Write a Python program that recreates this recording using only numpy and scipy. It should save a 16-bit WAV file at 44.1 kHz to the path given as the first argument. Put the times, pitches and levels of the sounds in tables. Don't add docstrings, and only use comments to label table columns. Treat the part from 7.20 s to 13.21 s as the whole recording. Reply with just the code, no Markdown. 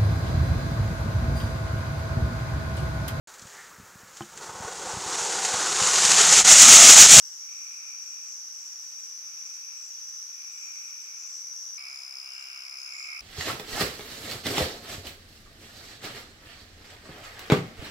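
import sys
import numpy as np
from scipy import signal
from scipy.fft import rfft, irfft, next_fast_len
from scipy.io import wavfile
from scipy.ndimage import uniform_filter1d, map_coordinates

SR = 44100
rng = np.random.default_rng(int(sys.argv[2]) if len(sys.argv) > 2 else 0)


def master_out(mix):
    frames = np.transpose(np.atleast_2d(mix))
    ceiling = np.clip(frames, -1, 1)
    pcm = np.round(ceiling * 32767).astype(np.int16)
    wavfile.write(sys.argv[1], SR, pcm)


N = 265041
MOVE_S, CROSSFADE_S = 4.577, .004

# time_s, strokes_per_s
LEAD_TEMPO = [(0, 76.2), (1.7, 76.1), (2.2, 76.8), (2.75, 77.6), (3.4, 77.3), (4, 76.9), (4.6, 76.8)]
# end_pitch_hz, fall_ratio, length_s, level_db, pan_db, left_lag_s, echo_db, overtone_db, overtone_pan_db
FIRST_LEAD = (5610, .068, .0075, -38, 1.8, .000174, -35, -33, 2)
SECOND_LEAD = (4915, .056, .0063, -34.8, 5.5, .000204, -42, -19.5, -8)
# strokes_per_s, end_pitch_hz, length_s, level_db, pan_db, left_lag_s, echo_db
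BACKING_CRICKETS = [(56.8, 4820, .0087, -61, -18, -.0002, -61), (72.4, 5850, 0.0062, -56, -1, -.0001, -46),
                    (81.7, 5580, .0097, -45, 0, .00012, -44.5),
                    (115.4, 6120, 0.0054, -51.5, 1, .0002, -47.5),
                    (71.8, 5120, .007, -58.5, -9, -.0002, -61)]
# frequency_hz, relative_db
FIRST_BED = [(25, -60), (60, -52), (120, -39.5), (200, -39.5), (330, -31.5), (520, -32), (1300, -16.5),
             (4350, -20.5), (5100, -4.5), (5800, -2), (6500, -11), (7300, -16), (8400, -23), (15700, -26)]
SECOND_BED = [(25, -62), (120, -36), (280, -32), (520, -25), (1300, -9), (1850, -16), (2350, -2.5),
              (3100, -17), (4450, -17), (5100, 1), (5800, -5.5), (7000, -13), (8200, -20.5), (15700, -23)]
# frequency_hz, left_right_correlation
STEREO_LIKENESS = [(60, .85), (130, 0.95), (290, 1), (640, 0.63), (1400, -0.026), (3100, -0.19),
                   (5800, 0.22), (8000, -0.032)]
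# start_s, hold_s, level_db
RUMBLE_SWELLS = [(.1, .25, -83), (1.8, 0.17, -75), (2.1, 0.13, -77), (2.98, .1, -82), (3.36, .07, -80),
                 (3.747, .19, -73)]
# start_s, pitch_hz, level_db, pan_db
GROUND_CHIRPS = [(0, 7430, -53, -6), (.104, 6670, -48.5, 5), (.263, 7530, -57, -3), (.373, 7200, -53, -2),
                 (.498, 8000, -60, 0), (.63, 7100, -56, -2), (.8, 7250, -51, 0), (1, 7300, -51, -2),
                 (1.06, 6400, -45, 0), (1.33, 7370, -51.5, 0), (1.41, 6640, -48.5, 2),
                 (1.58, 7500, -54, -2), (1.76, 7280, -52, 6), (2.16, 6400, -45.5, 0), (2.25, 7330, -56, -3),
                 (2.537, 7570, -52.5, -1), (2.64, 6770, -51.5, 10), (2.82, 7100, -54, 0),
                 (3.3, 7370, -52, -3), (3.4, 6750, -50, 1), (3.537, 7640, -55.5, 0),
                 (3.76, 7260, -54.5, -3), (3.95, 6680, -48, 6), (4.069, 7370, -50.5, 1),
                 (4.33, 7200, -57, -3), (4.678, 6600, -49, 4), (5.099, 7070, -53.5, 3),
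                 (5.566, 6440, -51, 9), (5.715, 6840, -46.5, -8.5)]
# start_s, length_s, pitch_hz, level_db, pan_db
FROG_CALLS = [(.17, .63, 2370, -49.5, -8.5), (.299, .84, 2445, -52, -7.5), (1.98, 0.65, 2398, -52.5, -7.5),
              (3.08, .7, 2368, -49.5, -9), (3.299, 0.82, 2427, -50.5, -7), (4.301, .5, 2343, -41, -10),
              (4.401, 0.95, 2387, -48.5, -9), (4.958, .5, 2747, -47, 1), (5.101, .6, 2352, -43.5, -8),
              (5.516, .25, 2690, -53, -8), (5.62, .6, 2322, -37.5, -9), (5.8, .5, 2440, -41, -8)]
USUAL_FROG_HZ = 2381


def amp(db):
    return 10 ** (np.asarray(db) / 20)


def unit_rms(x):
    return x / np.sqrt(np.mean(x ** 2) + 1e-20)


def pan(pan_db):
    return amp(np.array([[.5], [-.5]]) * pan_db)


def curve_at(points, hz):
    knots_hz, values = np.transpose(points)
    return np.interp(np.log(hz + 1), np.log(knots_hz + 1), values)


def wobble(rate):
    return map_coordinates(rng.standard_normal(int(N * rate / SR) + 4), [np.arange(N) * rate / SR])


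def eq(x, response):
    size = next_fast_len(N + 8192)
    return irfft(rfft(x, size) * response(np.fft.rfftfreq(size, 1 / SR)), size)[..., :N]


def pulses(times, gains, end_hz, fall, length_s, left_lag_s, multiple, snap):
    snap_s, tick_s = .0005, .0004
    out = np.zeros((2, N))
    for ear, lag_s in enumerate((left_lag_s, 0)):
        start = (times + lag_s)[:, None] * SR
        index = np.floor(start).astype(int) + np.arange(int(length_s * SR) + 2)
        t = np.clip(index - start, 0, length_s * SR) / SR
        slide = t * (1 + fall) - fall * t * t / (2 * length_s)
        cycles = end_hz * (slide + snap * snap_s * (1 - np.exp(-t / snap_s)))
        body = np.abs(np.sin(np.pi * (t / length_s) ** .7))
        tick = 1.3 * snap / multiple ** 2 * t / tick_s * np.exp(1 - t / tick_s)
        wave = gains[:, None] * (body + tick) * np.sin(2 * np.pi * multiple * cycles)
        inside = (index >= 0) & (index < N)
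        out[ear] = np.bincount(index[inside], wave[inside], N)
    return out


def leaf_echo(x, t60_s):
    t = np.arange(int(t60_s * SR)) / SR
    tail = rng.standard_normal((2, len(t))) * amp(-60 * t / t60_s) * (1 - np.exp(-t / .0034))
    return signal.fftconvolve(x[None], tail / np.linalg.norm(tail[0]), axes=1)[:, :N]


def trill(strokes, end_hz, fall, length_s, level_db, pan_db, lag_s, echo_db, overtone_db,
          overtone_pan_db, snap=.1, swell_db=1.35, jitter_s=.000023):
    times = np.interp(np.arange(np.ceil(strokes[0]), strokes[-1]), strokes, np.arange(len(strokes)) / SR)
    flicker, slip = rng.standard_normal((len(times), 2)).T
    gains = amp(.88 * flicker + swell_db * wobble(3.4)[(times * SR).astype(int)])
    times += jitter_s * slip
    tone, overtone = (pulses(times, gains, end_hz, fall, length_s, lag_s, k, snap) for k in (1, 2))
    overtone *= amp(overtone_db)
    direct = amp(level_db) * (pan(pan_db) * tone + pan(overtone_pan_db) * overtone)
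    return direct + amp(echo_db) * leaf_echo(tone[1] + overtone[1], t60_s=.22)


def crickets():
    t = np.arange(N) / SR
    move = round(MOVE_S * SR)
    strokes = .57 + np.cumsum(np.interp(t, *np.transpose(LEAD_TEMPO))) / SR
    first = trill(strokes[:move], *FIRST_LEAD, snap=.071, swell_db=1.2)
    for rate, end_hz, length_s, level_db, pan_db, lag_s, echo_db in BACKING_CRICKETS:
        strokes = np.cumsum(rate + .3 * wobble(.8))[:move] / SR
        first += trill(strokes, end_hz, .035, length_s, level_db, pan_db, lag_s, echo_db,
                       overtone_db=-20.5, overtone_pan_db=pan_db / 2)
    second = trill(66.47 * (t - .0037), *SECOND_LEAD, snap=.26, swell_db=.6, jitter_s=.000036)
    return first, second


def wash(spectrum, patchy_db):
    bins = signal.stft(rng.standard_normal((2, N)), nperseg=512)[2]
    patches = uniform_filter1d(rng.standard_normal(bins.shape[1:]), 6, axis=0)
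    patches = unit_rms(uniform_filter1d(patches, 14, axis=1))
    noise = signal.istft(bins * amp(patchy_db * patches), nperseg=512)[1][:, :N]

    def mid_side_gains(hz):
        width = np.arccos(np.clip(curve_at(STEREO_LIKENESS, hz), -1, 1)) / 2
        return amp(curve_at(spectrum, hz)) * [np.cos(width), np.sin(width)]

    mid, side = eq(noise, mid_side_gains)
    return unit_rms(np.array([mid + side, mid - side]))


def whine(pitch_hz=2864, level_db=-77.5, pan_db=-12):
    t = np.arange(N) / SR
    gain = amp(level_db + 1.1 * wobble(3.7))
    return gain * pan(pan_db) * np.sin(2 * np.pi * pitch_hz * t + .6 * wobble(8.7))


def rumble(rest_db=-86.5, attack_s=.04, release_s=.05):
    t = np.arange(N) / SR
    gain = amp(rest_db + 3 * wobble(5.97))
    for start_s, hold_s, level_db in RUMBLE_SWELLS:
        corners_s = np.cumsum([start_s, attack_s, hold_s, release_s])
        gain += amp(level_db) * np.interp(t, corners_s, [0, 1, 1, 0])
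    return gain * wash([(180, -42), (260, -8), (400, -5), (520, -23)], patchy_db=0)


def far_chorus():
    return amp(-48) * wash(FIRST_BED, patchy_db=.47), amp(-48.5) * wash(SECOND_BED, patchy_db=.1)


def phrase(start_s, length_s, attack_s, release_s, pulses_per_s, jitter_s):
    t = np.arange(0, length_s, 1 / pulses_per_s)
    flicker, slip = rng.standard_normal((len(t), 2)).T
    attack = np.minimum(1, (t + 1 / pulses_per_s) / attack_s)
    release = np.minimum(1, (length_s - t) / release_s)
    return start_s + t + jitter_s * slip, attack * release * amp(2 * flicker)


def ground_crickets(chirps, fall=.14):
    direct = np.zeros((2, N))
    for start_s, pitch_hz, level_db, pan_db in chirps:
        times, gains = phrase(start_s, length_s=.16, attack_s=.029, release_s=.029,
                              pulses_per_s=97.7, jitter_s=.00005)
        end_hz = pitch_hz / (1 + fall / 2)
        chirp = pulses(times, gains, end_hz, fall, length_s=.0045, left_lag_s=.0001, multiple=1, snap=.076)
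        direct += amp(level_db) * pan(pan_db) * chirp
    return direct + amp(3.5) * leaf_echo(direct.mean(0), t60_s=.28)


def far_frog_calls(every_s=.4, length_s=.596, level_db=-59.5, pan_db=-6):
    starts = np.arange(0, MOVE_S, every_s)
    return [(abs(start_s + .08 * slip), length_s, USUAL_FROG_HZ + 60 * detune, level_db + 1.7 * push, pan_db)
            for start_s, (slip, detune, push) in zip(starts, rng.standard_normal((len(starts), 3)))]


def tree_frogs(calls, fall=.12):
    out = np.zeros((2, 2 * N))
    for start_s, length_s, pitch_hz, level_db, pan_db in calls:
        sharp_hz = pitch_hz - USUAL_FROG_HZ
        times, gains = phrase(start_s, length_s, attack_s=.14, release_s=.08,
                              pulses_per_s=51 + .04 * sharp_hz, jitter_s=.000798)
        detune = 1 + .017 * rng.standard_normal((len(times), 1))
        sac_hz = pitch_hz / (2 + fall) * detune
        undertone_db = level_db - 15 + .018 * sharp_hz
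        voice = sum(amp(db) * pulses(times, gains, sac_hz, fall, length_s=.0048, left_lag_s=.0002,
                                     multiple=multiple, snap=.01)
                    for multiple, db in ((1.09, undertone_db), (2, level_db)))
        start = round(start_s * SR)
        send = voice[1, start:start + round(length_s * SR) + 400]
        echo = leaf_echo(np.pad(send, (0, SR // 3)), t60_s=.33)
        out[:, :N] += pan(pan_db) * voice
        out[:, start:start + echo.shape[1]] += amp(2) * pan(.49 * pan_db) * echo
    return eq(out[:, :N], lambda hz: 1 / (1 + (850 / (hz + 1)) ** 8))


def scene():
    spots = np.array(crickets())
    spots[0] += whine() + rumble()
    spots += far_chorus()
    spots[0] += tree_frogs(far_frog_calls())
    for spot, after_move in zip(spots, (False, True)):
        spot += tree_frogs([row for row in FROG_CALLS if (row[0] + row[1] > MOVE_S) == after_move])
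        spot += ground_crickets([row for row in GROUND_CHIRPS if (row[0] > MOVE_S) == after_move])
    blend = np.clip((np.arange(N) / SR - MOVE_S) / CROSSFADE_S + .5, 0, 1)
    return (1 - blend) * spots[0] + blend * spots[1]


def record(dry):
    return eq(dry, lambda hz: hz < 15760)


dry = scene()
out = record(dry)
master_out(out)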